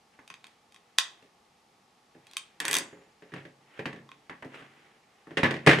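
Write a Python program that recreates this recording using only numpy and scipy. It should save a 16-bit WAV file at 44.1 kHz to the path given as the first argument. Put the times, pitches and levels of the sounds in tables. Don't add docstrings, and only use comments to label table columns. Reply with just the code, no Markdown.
import sys
import numpy as np
from scipy import signal
from scipy.fft import rfft, irfft, next_fast_len
from scipy.io import wavfile

SR = 44100
rng = np.random.default_rng(int(sys.argv[2]) if len(sys.argv) > 2 else 0)


def master_out(mix):
    frames = np.transpose(np.atleast_2d(mix))
    ceiling = np.clip(frames, -1, 1)
    pcm = np.round(ceiling * 32767).astype(np.int16)
    wavfile.write(sys.argv[1], SR, pcm)


N = 255780
RING_S = .7
AGE = np.arange(int(RING_S * SR)) / SR

# (frequency [Hz], density [dB per Hz, relative])
HUSH_SPECTRUM = [(15, -64), (25, -24), (242, -5.5), (270, -11.5), (463, -7.5), (591, -13.5), (641, -10.5),
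                 (840, -2.5), (1020, -14), (1100, -7), (1610, -18), (1740, -14.5), (5140, -20),
                 (11900, -31.5), (16000, -60.5)]
HUSH_DB = -64.5

# (frequency [Hz], correlation [-1 to 1])
EAR_LIKENESS = [(300, 0.98), (600, 0.79), (1000, 0.36), (2000, 0.66), (4000, 0.43), (8000, .72),
                (14000, .75)]

# (peak time [s], level before graining [dB], rise time constant [s], fall time constant [s])
STROKES = [(0.149, -61, .018, 0.013), (.455, -63, 0.011, 0.084), (1.2, -68, .3, 0.074),
           (2.3, -65.5, 0.1, 0.41), (2.88, -60, .12, 0.17), (3.385, -52.5, 0.058, .045),
           (3.787, -53, 0.068, 0.034), (4.552, -46, 0.028, 0.089), (4.861, -60, 0.42, 0.14),
           (5.75, -53.5, 0.32, 0.23)]
# (frequency [Hz], density [dB per Hz, relative])
RUB_SPECTRUM = [(30, -41.5), (100, -7), (350, 4.5), (700, -1), (1200, 1.5), (2000, 4.5), (3100, -1.5),
                (4500, -17), (9000, -24.5), (15000, -40)]

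# (time [s], thud energy [dB], thud centre [Hz], clack energy [dB],
# clack tilt [dB per octave], mean time to the first bounce [s])
KNOCKS = [(0.1899, -29.5, 250, -25, -7.5, 0.0031), (0.301, -31.5, 250, -23, -0.5, 0.0079),
          (1.225, -30, 259, -34.5, 9, .018), (2.149, -25, 301.6, -35, 0, .014),
          (2.809, -15.5, 327, -18.5, -8.5, .018), (2.929, -19, 397, -28.5, -4, .044),
          (3.222, -22, 398, -27.5, 1, .009), (3.32, -19.5, 225, -25, 1.5, .003),
          (3.338, -10.5, 190, -13, 0.5, .023), (3.452, -18, 249, -21.5, 1, .004),
          (3.792, -6.5, 330, -11.5, 0, .004), (3.856, -4.5, 203, -5.5, 2, .004),
          (3.929, -15, 223, -17.5, 0.5, .03), (4.296, -18, 350, -12.5, -4, .016),
          (4.424, -20, 249, -15, -7, .005), (4.447, -13, 291, -28.5, 8, .007),
          (4.61, -25.5, 301, -24, -5, .015), (5.27, -19, 330, -25, -9, .01),
          (5.308, -15.5, 286, -23, -1, .007), (5.371, 2, 384, 1.5, 3, .004),
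          (5.432, 8.5, 145, 7.5, -1, .011), (5.509, -2, 310, -3, 2.5, .03),
          (5.6638, 5.5, 317, 4, 6.5, .006), (5.672, 18.5, 205, 15, 2, .022), (5.786, 0, 273, -1.5, 0, .008)]
# (frequency [Hz], relative energy [dB], t60 [s])
TABLE_MODES = [(106.8, -10, 0.23), (137.7, -7, .52), (169.5, -6, 0.22), (224, -14, 0.43),
               (256.1, -12.5, 0.27), (285.4, -6.5, 0.24), (331.2, -10.5, 0.11), (399.6, -7, 0.1),
               (434.2, -7.5, 0.21), (541, -12, 0.385), (560, -18.5, 0.15), (597, -11.5, 0.17)]
# (frequency [Hz], relative energy [dB], t60 [s])
CLATTER_MODES = [(895, -9.5, 0.14), (1097, -11, 0.12), (1128, -3, 0.19), (1644, -9, .18), (1564, -2, 0.28),
                 (1730, 4.5, 0.13), (1828, 5, 0.038), (1893, 2.5, 0.21), (2000, 5, 0.13), (2560, -17, 0.29),
                 (2920, -23, 0.23)]
# (frequency [Hz], density [dB per Hz, relative])
THUD_SPECTRUM = [(25, -32), (45, -40.5), (70, -14.5), (120, -15), (200, -8.5), (330, -0.5), (460, -4),
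                 (650, -5), (900, -11), (1500, -51)]
# (frequency [Hz], density [dB per Hz, relative])
CLACK_SPECTRUM = [(250, -28), (600, -12.5), (820, -3), (1050, 3), (1350, -4), (1800, 7), (2300, 0),
                  (3100, -5), (4200, -16), (6500, -27.5), (10000, -36), (15000, -68.5)]

BOUNCE_SHRINK, BOUNCE_THUD_LOSS_DB, BOUNCE_CLACK_LOSS_DB = .92, 6.5, 3
CUSHION_DB = 3

JOLT_DB, JOLT_LAG_S, JOLT_TILT_DB, JOLT_HZ = -16, .003, -3.5, 7550

# (time [s], energy [dB], treble tilt [dB per octave], most favoured pitch [Hz])
CLICKS = [(0.2769, -26, 0.5, 2500), (0.3011, -17.5, -4, 1970), (0.3401, -21, -4, 2460),
          (0.442, -21.5, -4.5, 3600), (0.4679, -28, 0, 3600), (0.722, -34, 0.5, 3550),
          (0.7442, -29.5, -1, 3480), (0.7612, -28.5, -3, 3100), (0.981, -14.5, 1.5, 2500),
          (.9846, 9.5, 0, 3240), (2.2684, -29, 1.5, 2500), (2.312, -29.5, 2.5, 3200),
          (2.334, -24.5, 0, 4700), (2.368, -3.5, 1, 3800), (4.0901, -24.5, -7, 1100),
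          (4.116, -21, -8.5, 2410)]
# (frequency [Hz], relative energy [dB], t60 [s])
STEEL_MODES = [(1073, -11.5, 0.029), (2010, -8.5, 0.0071), (2492, -2, 0.012), (3232, -4.5, 0.017),
               (3610, -4, 0.0086), (4660, -8, 0.007), (5860, -13.5, 0.0039), (6306, -9.5, .006),
               (7650, -12, 0.0085), (8370, -8, .005), (9420, -11, 0.0048), (10850, -21, .006),
               (13500, -32, .005)]
# (frequency [Hz], density [dB per Hz, relative])
CRACK_SPECTRUM = [(30, -43), (200, -21), (600, -15), (1100, -2.5), (2000, -1), (7000, -4), (10000, -8.5),
                  (12500, -15), (16000, -28.5)]
# (frequency [Hz], density [dB per Hz, relative])
LINKS_SPECTRUM = [(700, -38.5), (1090, 3), (1500, -21), (2500, -7), (2900, -8.5), (3300, 2), (3800, 1),
                  (4300, -19.5), (6700, -16.5), (10000, -35)]
# (time [s], frequency [Hz], level of the main sine [dB], t60 [s])
SPRING = [(2.268, 3327, -66, .4), (2.29, 4129, -64, 1.0), (2.753, 7262, -64, .6), (2.767, 6643, -64, .8),
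          (2.767, 7084, -64, .8)]

TEETH = [2.6017, 2.652, 2.681, 2.7117, 2.7297, 2.741, 2.7518, 2.767, 2.7852]
TOOTH_DB, TOOTH_DB_PER_DOUBLING, LAST_TOOTH_DB = 1.5, 3.8, -3
TOOTH_TILT_DB, TOOTH_LOW_HZ, TOOTH_HIGH_HZ = 5.5, 2080, 4470

KICK_THUD_DB, KICK_CLACK_DB, KICK_TILT_DB = -24, -4.5, 4.5
JUDDER_THUD_DB, JUDDER_THUD_HZ, JUDDER_CLACK_DB, JUDDER_TILT_DB = -14.5, 390, -7.5, -2.5
JUDDER_THUD_SWELL_DB, JUDDER_CLACK_SWELL_DB = 5, 5

# (frequency [Hz], t60 [s])
ROOM_T60 = [(150, 1), (1000, 0.32), (3000, 0.26), (7000, 0.26), (14000, 0.11)]
# (frequency [Hz], density [dB per Hz, relative])
ROOM_COLOUR = [(60, -14.5), (250, -7.5), (500, -2.5), (1100, 0.5), (3000, 0), (7000, 0), (11000, -1),
               (16000, -2)]
CUTOFF_HZ = 15900


def amp(db):
    return 10 ** (np.asarray(db) / 20)


def unit_energy(x):
    return x / np.sqrt(np.mean(np.sum(x ** 2, axis=-1)) + 1e-20)


def at_hz(points, hz):
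    freqs, values = np.transpose(points)
    return np.interp(np.log(np.maximum(hz, 1)), np.log(freqs), values)


def add(track, s, sound):
    start = int(s * SR)
    track[..., start:start + sound.shape[-1]] += sound[..., :N - start]


def noise(spectrum, size, tilt_db=0):
    hz = np.fft.rfftfreq(size, 1 / SR)
    mid, side = np.exp(2j * np.pi * rng.random((2, len(hz))))
    alike = np.clip(at_hz(EAR_LIKENESS, hz), -1, 1)
    octaves = np.log2(np.maximum(hz, spectrum[0][0]))
    gain = amp(at_hz(spectrum, hz) + tilt_db * octaves)
    pair = np.sqrt(1 + alike) * mid + np.sqrt(1 - alike) * side * [[1], [-1]]
    audible = hz > 10
    return unit_energy(irfft(gain * pair * audible, size)) * np.sqrt(size)


def ring(hz, t60):
    return np.sin(2 * np.pi * hz * AGE) * amp(-60 * AGE / t60)


def rings(modes, lag_s=0):
    rows = []
    for hz, _, t60 in modes:
        delay_s = lag_s * np.sqrt(1000 / hz)
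        rows.append(unit_energy(np.interp(AGE - delay_s, AGE, ring(hz, t60), left=0)))
    return np.array(rows)


def dense_modes(spectrum, t60, rise_s, tilt_db=0):
    age = AGE[:next_fast_len(int(t60 * SR) + 256)]
    envelope = amp(-60 * age / t60) * (1 - np.exp(-age / rise_s))
    out = np.zeros((2, len(AGE)))
    out[:, :len(age)] = noise(spectrum, len(age), tilt_db) * envelope
    return unit_energy(out)


def strike(modes, shapes, spread_db=0, colour_db=0):
    scatter_db = spread_db * rng.standard_normal(len(modes))
    gains = amp(np.array(modes)[:, 1] + colour_db + scatter_db)
    signs = rng.choice([-1, 1], len(modes))
    return unit_energy(np.einsum("m,mt->t", gains * signs, shapes))


def hush():
    return amp(HUSH_DB) * noise(HUSH_SPECTRUM, N)


def sliding(catches_per_s=220, grain_db=2.5):
    t = np.arange(N) / SR
    catches = np.cumsum(rng.exponential(1, 4096)) / catches_per_s
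    grip = amp(np.interp(t, catches, grain_db * rng.standard_normal(len(catches))))
    strokes = []
    for s, level_db, rise_s, fall_s in STROKES:
        time_constants_away = np.maximum((s - t) / rise_s, (t - s) / fall_s)
        strokes.append(amp(level_db) * np.exp(-time_constants_away))
    return np.max(strokes, axis=0) * grip * noise(RUB_SPECTRUM, N)


def bounces(count=4):
    # (time [s], thud energy [dB], thud centre [Hz], clack energy [dB], tilt [dB per octave])
    contacts = []
    for s, thud_db, thud_hz, clack_db, tilt_db, gap_s in KNOCKS:
        clack_loss_db = BOUNCE_CLACK_LOSS_DB + CUSHION_DB * (clack_db < 0)
        for k in range(count):
            bounce_thud_db = thud_db - k * BOUNCE_THUD_LOSS_DB
            bounce_clack_db = clack_db - k * clack_loss_db
            contacts.append((s, bounce_thud_db, thud_hz, bounce_clack_db, tilt_db))
            s = s + gap_s * BOUNCE_SHRINK ** k * rng.uniform(.9, 1.1)
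    return [contact for contact in contacts if contact[0] < N / SR]


def judder(count=12):
    contacts = [(s, KICK_THUD_DB, JUDDER_THUD_HZ, KICK_CLACK_DB, KICK_TILT_DB) for s in TEETH[:-1]]
    progress = (np.arange(count) + rng.random(count)) / count
    for p in progress:
        s = TEETH[0] + p * (TEETH[-1] - TEETH[0])
        thud_db = JUDDER_THUD_DB - (1 - p) * JUDDER_THUD_SWELL_DB
        clack_db = JUDDER_CLACK_DB - (1 - p) * JUDDER_CLACK_SWELL_DB
        contacts.append((s, thud_db, JUDDER_THUD_HZ, clack_db, JUDDER_TILT_DB))
    return contacts


def table(dense_db=-5.0, focus_db=6, clatter_db=-6, contact_db=2, thud_t60=.19, clack_t60=.19,
          contact_t60=.028):
    out = np.zeros((2, N))
    top_shapes, clatter_shapes = rings(TABLE_MODES), rings(CLATTER_MODES)
    attack = 1 - np.exp(-AGE / 0.00067)
    top_hz = np.array(TABLE_MODES)[:, 0]
    clatter_octaves = np.log2(np.array(CLATTER_MODES)[:, 0])
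    for s, thud_db, thud_hz, clack_db, tilt_db in bounces() + judder():
        octaves_off = np.abs(np.log2(top_hz / thud_hz))
        boom = attack * strike(TABLE_MODES, top_shapes, colour_db=-focus_db * octaves_off)
        thud = boom + amp(dense_db) * dense_modes(THUD_SPECTRUM, thud_t60, rise_s=0.0019)
        contact_gain = amp(contact_db - .5 * max(clack_db, 0))
        contact = contact_gain * dense_modes(CLACK_SPECTRUM, contact_t60, rise_s=0.000092, tilt_db=tilt_db)
        rattle = dense_modes(CLACK_SPECTRUM, clack_t60, rise_s=0.0006, tilt_db=tilt_db)
        ringing = strike(CLATTER_MODES, clatter_shapes, spread_db=2, colour_db=tilt_db * clatter_octaves)
        clack = contact + rattle + amp(clatter_db) * ringing
        add(out, s, amp(thud_db) * unit_energy(thud) + amp(clack_db) * unit_energy(clack))
    return signal.sosfilt(signal.butter(2, 65, "high", fs=SR, output="sos"), out)


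def jolts():
    return [(s + JOLT_LAG_S, clack_db + JOLT_DB, JOLT_TILT_DB, JOLT_HZ)
            for s, _, _, clack_db, _, _ in KNOCKS]


def pawl_run():
    speed = 1 / np.gradient(TEETH)
    levels_db = TOOTH_DB + TOOTH_DB_PER_DOUBLING * np.log2(speed / speed.max())
    levels_db[-1] += LAST_TOOTH_DB
    pitches = rng.permutation(np.geomspace(TOOTH_LOW_HZ, TOOTH_HIGH_HZ, len(TEETH)))
    return [(s, level_db, TOOTH_TILT_DB, hz) for s, level_db, hz in zip(TEETH, levels_db, pitches)]


def spring(beat_hz=17):
    out = np.zeros((2, N))
    for s, hz, level_db, t60 in SPRING:
        add(out, s, amp(level_db) * (ring(hz, t60) + .5 * ring(hz + beat_hz, t60)))
    return out


def ratchet(crack_db=-4.5, crack_t60=.018, rise_s=0.00055, focus_db=3, links_db=-20, links_t60=.5):
    out = np.zeros((2, N))
    shapes = rings(STEEL_MODES, lag_s=.0012)
    octaves = np.log2(np.array(STEEL_MODES)[:, 0])
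    attack = 1 - np.exp(-AGE / rise_s)
    for s, level_db, tilt_db, main_hz in CLICKS + pawl_run() + jolts():
        favour_db = focus_db * np.exp(-10 * (octaves - np.log2(main_hz)) ** 2)
        colour_db = tilt_db * octaves + favour_db
        plates = unit_energy(attack * strike(STEEL_MODES, shapes, spread_db=2.5, colour_db=colour_db))
        crack = amp(crack_db) * dense_modes(CRACK_SPECTRUM, crack_t60, rise_s, tilt_db)
        links_gain = amp(links_db - 3 * max(tilt_db, 0))
        links = links_gain * dense_modes(LINKS_SPECTRUM, links_t60, rise_s)
        add(out, s, amp(level_db) * unit_energy(plates + crack + links))
    small_parts = signal.butter(2, 650, "high", fs=SR, output="sos")
    return signal.sosfilt(small_parts, out + spring())


def room(x, wet_db, echo_db, echo_s=.0058, gap_s=.004, echo_t60=.06):
    bins = rfft(noise(ROOM_COLOUR, len(AGE)))
    hz = np.fft.rfftfreq(len(AGE), 1 / SR)
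    centres, t60s = np.transpose(ROOM_T60)
    tail = 0
    for band, t60 in zip(np.eye(len(t60s)), t60s):
        band_gain = at_hz(np.c_[centres, band], hz)
        tail = tail + irfft(bins * band_gain, len(AGE)) * amp(-60 * AGE / t60)
    response = np.zeros((2, 2 * len(AGE)))
    add(response, gap_s, amp(wet_db) * unit_energy(tail))
    add(response, echo_s, amp(echo_db) * dense_modes(ROOM_COLOUR, echo_t60, rise_s=0.0004))
    return x + signal.fftconvolve(x, response, axes=1)[:, :N]


def scene():
    air = hush()
    rub = sliding()
    bumps = room(table(), wet_db=-11.0, echo_db=-22.5)
    tool = room(ratchet(), wet_db=-9.5, echo_db=-10.5)
    balance = amp([[-.2], [.2]])
    return (tool + bumps + rub) * balance + air


def record(dry):
    return signal.sosfilt(signal.ellip(10, .2, 80, CUTOFF_HZ, fs=SR, output="sos"), dry)


dry = scene()
out = record(dry)
master_out(out)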